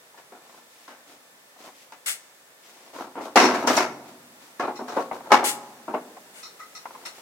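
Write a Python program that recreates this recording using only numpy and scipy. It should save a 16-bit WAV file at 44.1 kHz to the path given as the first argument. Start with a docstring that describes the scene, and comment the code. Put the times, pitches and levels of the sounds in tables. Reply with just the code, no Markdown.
"""Inside a bare, half-built house, rough stones are picked from a pile, dropped and ground into place.
Knocks and chips are short bursts of shaped noise; grinding is noise that slips and catches.
A steel blade clinks and rasps through its resonances; close on the left, mortar hisses in gritty swishes.
The brick shell answers with a low boom of fading noise, over a faint outdoor hiss with thin tones."""
import sys
import numpy as np
from scipy import signal
from scipy.fft import rfft, irfft, next_fast_len
from scipy.io import wavfile
from scipy.ndimage import uniform_filter1d, map_coordinates

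SR = 44100
rng = np.random.default_rng(int(sys.argv[2]) if len(sys.argv) > 2 else 0)


def pcm_store(signal):
    """Save signal as 16-bit PCM."""
    levels = np.round(np.clip(np.atleast_2d(signal), -1, 1) * 32767)
    wavfile.write(sys.argv[1], SR, levels.astype(np.int16).T)


N = 317961  # length of the scene [samples]
TOP_HZ = 16100  # no sound is kept above this

# In every table, levels are relative. A "fade time" is the time to fall by 60 dB.
# stone on stone: (time [s], level [dB], hardness [0-1], ring pitch [Hz], basic fade time [s])
STONE_KNOCKS = [(0.175, -43, 0.97, 950, 0.19), (0.320, -39.5, 0.5, 498, 0.35),
                (0.878, -40.5, 1, 1070, 0.38), (1.921, -40, 1, 914, 0.17), (3.153, -29, 0.32, 947, 0.36),
                (3.178, -28.5, 0.4, 890, 0.36), (3.3577, -4, .88, 793, 0.34),
                (3.397, -10.5, 0.93, 629, 0.55), (3.544, -22.5, 0.96, 884, .16), (3.636, -20, 0, 864, 0.39),
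                (3.673, -15, 1, 938, 0.37), (3.775, -12, 0.87, 674, 0.29), (4.596, -20, 0.69, 1100, 0.32),
                (4.676, -20.5, 0, 914, 0.18), (4.79, -25.5, 0, 960, 0.26), (4.882, -36.5, 1, 920, .2),
                (4.965, -14, 0, 556, 0.17), (5.305, -17, 0.48, 850, 0.2), (5.318, -4, 0.81, 843, 0.23),
                (5.427, -18.5, 0.3, 778, 0.21), (5.879, -24, 0.04, 933, 0.3),
                (5.938, -16.5, 0.08, 603, 0.18)]
# small chips that fall, and a few short, dead stone knocks: (time [s], level [dB], ring pitch [Hz])
DRY_TICKS = [(0.142, -48.5, 900), (1.561, -50, 694), (1.674, -42, 800), (3.207, -33, 780),
             (5.112, -23, 795), (5.202, -36, 847), (5.257, -39, 900), (6.167, -39, 800),
             (6.854, -29, 1000), (6.905, -41, 980), (6.948, -38, 955)]
# one push of a stone over another: (time [s], length [s], grind level [dB], sand level [dB])
STONE_PUSHES = [(0.41, 0.18, -53, -54.5), (0.69, 0.17, -74, -53.5), (1.058, 0.066, -52, -50),
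                (1.579, 0.093, -47, -46.5), (1.742, 0.082, -76, -50.5), (2.617, 0.087, -58.5, -49.5),
                (2.726, 0.17, -54, -53), (2.929, 0.053, -38, -44), (2.984, 0.041, -36, -49),
                (3.2, 0.057, -35, -43), (3.426, 0.045, -24, -45), (3.512, 0.12, -31, -41),
                (3.664, 0.12, -22, -27), (4.046, 0.048, -50.5, -51), (4.386, 0.074, -56, -51.5),
                (4.606, 0.048, -27.5, -71), (4.87, 0.14, -32, -42.5), (5.123, 0.026, -35, -46.5),
                (5.236, 0.16, -39.5, -60), (6.86, 0.21, -48.5, -55), (7.141, 0.051, -51.5, -48)]
# the blade on stone: (time [s], level [dB], contact length [s], centre of the rasp [Hz])
BLADE_TOUCHES = [(3.36, -26, 0.1, 5060), (3.672, -27, .005, 6500), (3.767, -26, 0.0037, 6560),
                 (4.756, -45.5, 0.022, 4070), (4.884, -46.5, 0.014, 3500), (6.428, -41, .03, 3900),
                 (6.593, -41.5, 0.031, 1620), (6.750, -41.5, 0.022, 4350), (7.052, -39.5, 0.0089, 3800)]
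# quick scrapes through mortar: (time [s], level [dB], rise [s], length [s], brightness [dB per octave])
MORTAR_SCRAPES = [(2.059, -25.5, 0.0025, 0.049, 3.5), (5.439, -22.5, 0.0044, 0.055, 3.5),
                  (6.329, -43.5, .04, 0.071, 1.5), (7.055, -37, 0.0013, 0.011, -1)]
# resonances of the steel blade: (frequency [Hz], width [Hz], level [dB])
STEEL_MODES = [(1270, 45, 14), (2000, 60, 6), (2480, 40, -2), (3730, 30, -2), (3993, 25, 0), (4180, 45, -1),
               (4284, 22, -3), (4477, 14, -1), (5290, 70, 0), (5470, 60, 4), (5660, 40, -1), (5840, 60, -1),
               (6240, 7, 4), (7046, 50, 0), (8429, 25, -5)]
# resonances of the pile and its corner: (frequency [Hz], width [Hz], level [dB])
CORNER_MODES = [(138, 4.4, 6.5), (244.5, 7.4, 9), (289.6, 12, 3.5), (361.6, 16, 2.5), (403, 12, -22),
                (533, 2.3, 1.5), (639.5, 12.5, 5), (722, 34, 2.5), (836, 3.1, 5.5), (931, 153, 2.5),
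                (1030, 10, 2), (1105, 7.7, 8), (1346, 21, 1), (1500, 4.4, -31), (1670, 11, 0.5),
                (2000, 21, -14)]
# tone colour of a stone blow: (frequency [Hz], level [dB per Hz])
STONE_COLOUR = [(30, -62), (70, -22), (120, -25), (190, -10.5), (250, 1), (400, 3), (500, 4.5), (750, 6),
                (1100, 1), (1800, -22), (3200, -30), (5600, -29), (8000, -39), (16000, -50.5)]
# tone colour of stone grinding on stone: (frequency [Hz], level [dB per Hz])
GRIND_COLOUR = [(47, -74), (80, -16), (162, -18), (260, -5.5), (552, -4), (902, -5.5), (1190, -8),
                (1310, -6.5), (1790, -16.5), (3290, -31), (4000, -22), (5200, -44), (8800, -120)]
# tone colour of sand crunching: (frequency [Hz], level [dB per Hz])
SAND_COLOUR = [(800, -38), (2000, 7.5), (4000, 4), (6000, 4), (9000, -3), (16000, -9)]
# tone colour of scraped mortar: (frequency [Hz], level [dB per Hz])
MORTAR_COLOUR = [(120, -30.5), (220, -19), (450, -1), (1000, -3), (1400, 5.5), (2200, 5), (3200, 0.5),
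                 (5500, -4.5), (8000, -0.5), (10500, -4.5), (14000, -15.5), (16000, -13.5)]
# tone colour of the outdoor hiss: (frequency [Hz], level [dB per Hz])
AIR_COLOUR = [(18, -81.5), (30, -47.5), (157, -14.5), (345, -12), (526, -6), (780, -8), (1390, -10),
              (1670, -10.5), (1810, -10), (3060, -14.5), (3580, -15), (6380, -16), (7870, -16),
              (16000, -21)]
# slow drift of the outdoor hiss: (time [s], level [dB])
AIR_DRIFT = [(0, -56.5), (2.4, -57), (4.4, -54.5), (5.8, -54), (7.2, -52.5)]
# faint, thin tones: (frequency [Hz], level [dB])
THIN_TONES = [(1775, -69), (3560, -73), (7697, -73.5)]
# how alike left and right are, for sound from the house: (frequency [Hz], likeness [-1 to 1])
HOUSE_LIKENESS = [(150, .998), (400, 0.98), (900, 0.83), (1600, 0.41), (2800, 0.024), (6000, 0.041)]
# the same for near sound from the left: (frequency [Hz], likeness [-1 to 1])
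NEAR_LIKENESS = [(400, 0.75), (900, 0.73), (1600, -0.44), (4000, -0.64), (8000, 0.39), (15000, -0.38)]
# the same for open air: (frequency [Hz], likeness [-1 to 1])
OPEN_LIKENESS = [(150, 0.97), (450, 0.71), (1000, 0.3), (2500, -0.36), (6000, -0.06)]
# how far the work leans to the left: (frequency [Hz], left minus right [dB])
LEFT_LEAN = [(300, -1.5), (700, 1.5), (1400, 3), (3000, 1.3), (9000, 1.5)]
# the ringing brick shell: (frequency [Hz], fade time [s], level [dB])
BRICK_SHELL = [(112, 2.78, 4.5), (278, 1.08, 2.5), (980, 1.08, -4), (2500, 0.83, -3), (6000, 0.72, -2),
               (14000, 0.6, -20)]

# what hardness does to each band, low to high:
# (share when soft [dB], share when hard [dB], life [times the basic fade time])
THUD, BODY, CLACK, CRACK = (-16, -21, 0.9), (-11.5, -10.5, 1), (-25, -9.5, 1.04), (-44, -13.5, 0.89)
# every push takes hold, bears down harder to its end, then lets go
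PUSH_RISE_S, PUSH_SWELL_DB, PUSH_RELEASE_T60 = 0.0089, 4, 0.27


def amp(db):
    """Turn decibels into a gain."""
    return 10 ** (np.asarray(db) / 20)


def unit(x):
    """Scale x to an rms of 1."""
    return x / np.sqrt(np.mean(x ** 2) + 1e-20)


def along(points, hz):
    """Read values between (frequency, value) points, on a log frequency axis."""
    f, v = np.transpose(points)
    return np.interp(np.log(hz + 1), np.log(f + 1), v)


def wobble(rate, size):
    """A smooth random curve with `rate` random points a second."""
    knots = rng.standard_normal(int(size * rate / SR) + 4)
    return map_coordinates(knots, [np.arange(size) * rate / SR])


def filtered(x, response):
    """Shape x by a gain that depends on frequency."""
    n = x.shape[-1]
    padded = next_fast_len(n + SR // 8)
    spectrum = rfft(x, padded) * response(np.fft.rfftfreq(padded, 1 / SR))
    return irfft(spectrum, padded)[..., :n]


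def resonances(modes, f):
    """Summed response of ringing modes, each given as (Hz, width in Hz, dB)."""
    return sum(amp(db) * 1j * f * w / (c * c - f * f + 1j * f * w) for c, w, db in modes)


def pair(alike, size):
    """White stereo noise whose two sides are as alike as the table says."""
    def middle_and_side(f):
        turn = np.arccos(np.clip(along(alike, f), -1, 1)) / 2
        return np.array([np.cos(turn), np.sin(turn)])

    mid, side = filtered(rng.standard_normal((2, size)), middle_and_side)
    return np.array([mid + side, mid - side])


def stroke(t, rise, hold, t60):
    """An envelope that rises, holds and dies away."""
    return (1 - np.exp(-t / rise)) * amp(-60 * np.maximum(t - hold, 0) / t60)


def add(track, s, sound):
    """Mix a sound into the track at s seconds."""
    part = track[:, round(s * SR):][:, :sound.shape[1]]
    part += sound[:, :part.shape[1]]


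def air(level_db=3.0):
    """Outdoor hiss is shaped noise that drifts slowly, with a few thin wavering tones."""
    t = np.arange(N) / SR
    hiss = unit(filtered(pair(OPEN_LIKENESS, N), lambda f: amp(along(AIR_COLOUR, f))))
    hiss_db = np.interp(t, *np.transpose(AIR_DRIFT)) + level_db
    waver = 3 * np.array([wobble(17, N), wobble(20, N)])  # phase [radians], one curve a side
    tones = sum(amp(db) * unit(np.sin(2 * np.pi * hz * t + waver)) for hz, db in THIN_TONES)
    return amp(hiss_db) * hiss + tones


def chips(width_hz=220, t60=0.067, level_db=-4, hold_s=0.0035, dull_hz=1700):
    """Small pieces land, and some short blows die at once, with a dry tick: a tiny noise burst through a broad
    resonance."""
    out, t = np.zeros((2, N)), np.arange(SR // 8) / SR
    for s, db, hz in DRY_TICKS:
        modes = [(hz, width_hz, 0), (2000, 500, -14)]
        colour = lambda f: resonances(modes, f) / np.sqrt(1 + (f / dull_hz) ** 6)
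        burst = pair(HOUSE_LIKENESS, len(t)) * stroke(t, 0.0012, hold_s, t60)
        tick = filtered(burst, colour)
        add(out, s, amp(db + level_db) * tick / np.std(tick[:, :SR // 100]))
    return out


def shell(x):
    """The bare rooms ring on as a tail of fading noise, longest in the bass."""
    hz, t, noise = signal.stft(pair(HOUSE_LIKENESS, SR * 3 // 2), SR, nperseg=512)
    t60 = along([(f, life) for f, life, db in BRICK_SHELL], hz)[:, None]
    colour_db = along([(f, db) for f, life, db in BRICK_SHELL], hz)[:, None]
    fading = noise * amp(colour_db - 60 * t / t60) * (1 - np.exp(-t / 0.0022))
    tail = signal.istft(fading, SR, nperseg=512)[1]
    return signal.fftconvolve(x.mean(0)[None], tail / np.sqrt(SR / 10), axes=1)[:, :N]


def facets(f, count=10):
    """Every rough stone has its own scatter of narrow upper resonances."""
    centres = np.geomspace(1400, 9000, count) * np.exp(.1 * rng.standard_normal(count))
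    modes = [(hz, 35 + hz / 150, 5) for hz in centres]
    return np.sqrt(1 + np.abs(resonances(modes, f)) ** 2)


def knocks(ring_db=-5.5, ring_t60=0.11, snap_db=-2, snap_t60=0.012, edge_db=8, rattle_db=2,
           heft_db=6, soft_rise_s=0.0024, click_db=-15, click_t60=.03):
    """Each blow is a snap, a short ring and a dense scatter off the near walls; hard contacts reach higher."""
    out, t = np.zeros((2, N)), np.arange(SR * 2 // 3) / SR
    edges = [20, 400, 1600, 3200, 20000]  # borders of the four bands [Hz]
    for s, db, hardness, hz, t60 in STONE_KNOCKS:
        # soft contacts take hold slowly
        attack = 1 - np.exp(-t / (0.00053 + soft_rise_s * (1 - hardness) ** 2))
        stone = lambda f: amp(along(STONE_COLOUR, f)) * facets(f)
        noise = filtered(pair(HOUSE_LIKENESS, len(t)), stone)
        rattle = amp(rattle_db * wobble(219, len(t)))  # rough faces touch at many points
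        for lo, hi, (soft_db, hard_db, life) in zip(edges, edges[1:], [THUD, BODY, CLACK, CRACK]):
            band = filtered(noise, lambda f: 1 / (1 + (f / hi) ** 10) - 1 / (1 + (f / lo) ** 10))
            # the first contact is brightest
            snap = amp(snap_db + edge_db * (lo > 2000) - 60 * t / snap_t60)
            envelope = stroke(t, .003, .006, t60 * life) + snap
            blow = band * attack * envelope * rattle
            # heavy blocks rumble longer and thud more
            weight_db = heft_db * np.log2(t60 / 0.23) * (lo == edges[0])
            share_db = soft_db + hardness * (hard_db - soft_db) + weight_db
            add(out, s, amp(db + share_db) * blow / np.std(blow[:, :SR // 40]))
        # only a really hard contact chips the edge with a clear white-noise click
        click = pair(HOUSE_LIKENESS, len(t)) * stroke(t, .001, 0, click_t60)
        add(out, s, amp(db + click_db) * np.clip(hardness, 0, 1) ** 6 * click)
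        # the block's own two lowest modes, each a close pair that beats
        for ratio, mode_db in [(1, 0.5), (1.5, -3)]:
            twins_hz = hz * ratio * (1 + 0.013 * rng.standard_normal((2, 1)))
            phase = 2 * np.pi * (twins_hz * t + rng.random((2, 1)) / 3)
            ring = np.sin(phase).mean(0)
            fade = amp(db + ring_db + mode_db - 60 * t / ring_t60)
            add(out, s, (fade * attack * ring)[None])
    return out


def hollow(f, depth=0.52):
    """The direct sound plus the ringing of the pile's corner."""
    return (1 + depth * resonances(CORNER_MODES, f)) / (1 + 0.34 * depth)


def low_cut(f, corner_hz=135, leak_db=-34):
    """Stones this small radiate little deep bass."""
    s = 1j * f / corner_hz
    return s ** 3 / (1 + 2 * s + 2 * s ** 2 + s ** 3) + amp(leak_db)


def catches(rate, spread_db, t60):
    """Stick-slip: sudden catches of random size, each dying away, evened out over a short while."""
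    sizes = amp(spread_db * rng.standard_normal(N)) ** 2
    jolts = (rng.random(N) < rate / SR) * sizes
    power = signal.lfilter([1], [1, -amp(-60 / (t60 * SR)) ** 2], jolts) + 0.09
    return np.sqrt(power / uniform_filter1d(power, SR // 16))


def drags(grain_db=2.0, sand_follows=0.11):
    """Stone slips and catches on stone under each push, and sand crunches between the faces."""
    t, pressure = np.arange(SR) / SR, np.zeros((2, N))
    for s, length, grind_db, sand_db in STONE_PUSHES:
        swell = amp(PUSH_SWELL_DB * (np.minimum(t / length, 1) - 1.5))
        push = stroke(t, PUSH_RISE_S, length, PUSH_RELEASE_T60) * swell
        add(pressure, s, amp([[grind_db], [sand_db]]) * push)
    grind, sand = pressure
    slips = catches(rate=260, spread_db=3.8, t60=.05)  # rate in catches a second
    body = unit(filtered(pair(HOUSE_LIKENESS, N) * slips, lambda f: amp(along(GRIND_COLOUR, f))))
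    # the sand follows the slips only weakly and has a finer grain
    grains = pair(HOUSE_LIKENESS, N) * slips ** sand_follows * amp(grain_db * wobble(900, N))
    crunch = unit(filtered(grains, lambda f: amp(along(SAND_COLOUR, f))))
    return grind * body + sand * crunch


def tilt(f, db_per_octave):
    """A slope in brightness that pivots at 3000 Hz and is level below 600 Hz."""
    return amp(db_per_octave * np.log2(np.maximum(f, 600) / 3000))


def swishes(grain_db=1.5, left_db=2, fade_t60=0.19):
    """Sandy mortar hisses under a quick stroke; the wall right behind combs the sound."""
    out, t = np.zeros((2, N)), np.arange(SR // 2) / SR
    echo, wall_delay_s = .33, np.array([[.00142], [.00108]])  # echo gain; delay left, right
    for s, db, rise, length, bright in MORTAR_SCRAPES:
        comb = lambda f: 1 + echo * np.exp(-2j * np.pi * f * wall_delay_s)
        colour = lambda f: amp(along(MORTAR_COLOUR, f)) * tilt(f, bright) * comb(f)
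        grains = pair(NEAR_LIKENESS, len(t)) * amp(grain_db * wobble(1087, len(t)))
        hiss = unit(filtered(grains, colour))
        add(out, s, amp(db) * hiss * stroke(t, rise, length, fade_t60))
    return out * amp([[left_db], [-left_db]])


def blade(fade_t60=0.2, grain_db=1.0, grit_db=-25, spill_db=-16, bite_db=6, bite_t60=.04):
    """The steel edge bites, then grit catches it; a higher rasp drives higher modes, each at a new strength."""
    out, t = np.zeros((2, N)), np.arange(SR // 2) / SR
    for s, db, contact, centre_hz in BLADE_TOUCHES:
        modes = [(hz, width, level + rng.standard_normal()) for hz, width, level in STEEL_MODES]
        # higher rasps bite harder
        bite = amp(bite_db - 60 * t / bite_t60) * (centre_hz / 7000) ** 2
        envelope = stroke(t, 0.0028, contact, fade_t60) + bite
        rasp = pair(HOUSE_LIKENESS, len(t)) * envelope * amp(grain_db * wobble(494, len(t)))
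        steel = lambda f: resonances(modes, f) + amp(grit_db)
        drive = lambda f: resonances([(centre_hz, centre_hz / 2, 0)], f) + amp(spill_db)
        ring = filtered(rasp, lambda f: steel(f) * drive(f))
        add(out, s, amp(db) * ring / np.std(ring[:, :SR // 25]))
    return out


def scene():
    """Work in the house, a little to the left, with its boom; near scrapes; open air."""
    stones = filtered(knocks() + drags(), lambda f: hollow(f) * low_cut(f))
    work = stones + chips() + blade()
    near = swishes()
    lean = lambda f: amp(np.array([along(LEFT_LEAN, f), -along(LEFT_LEAN, f)]) / 2)
    placed = filtered(work, lean)
    boom = amp(-11) * shell(work + amp(3.0) * near)
    return placed + near + boom + air()


def record(dry):
    """The loudest peaks are rounded off at full scale; nothing is kept above the band limit."""
    rounded = dry / (1 + np.abs(dry) ** 8) ** (1 / 8)
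    return filtered(rounded, lambda f: f < TOP_HZ)


dry = scene()
out = record(dry)
pcm_store(out)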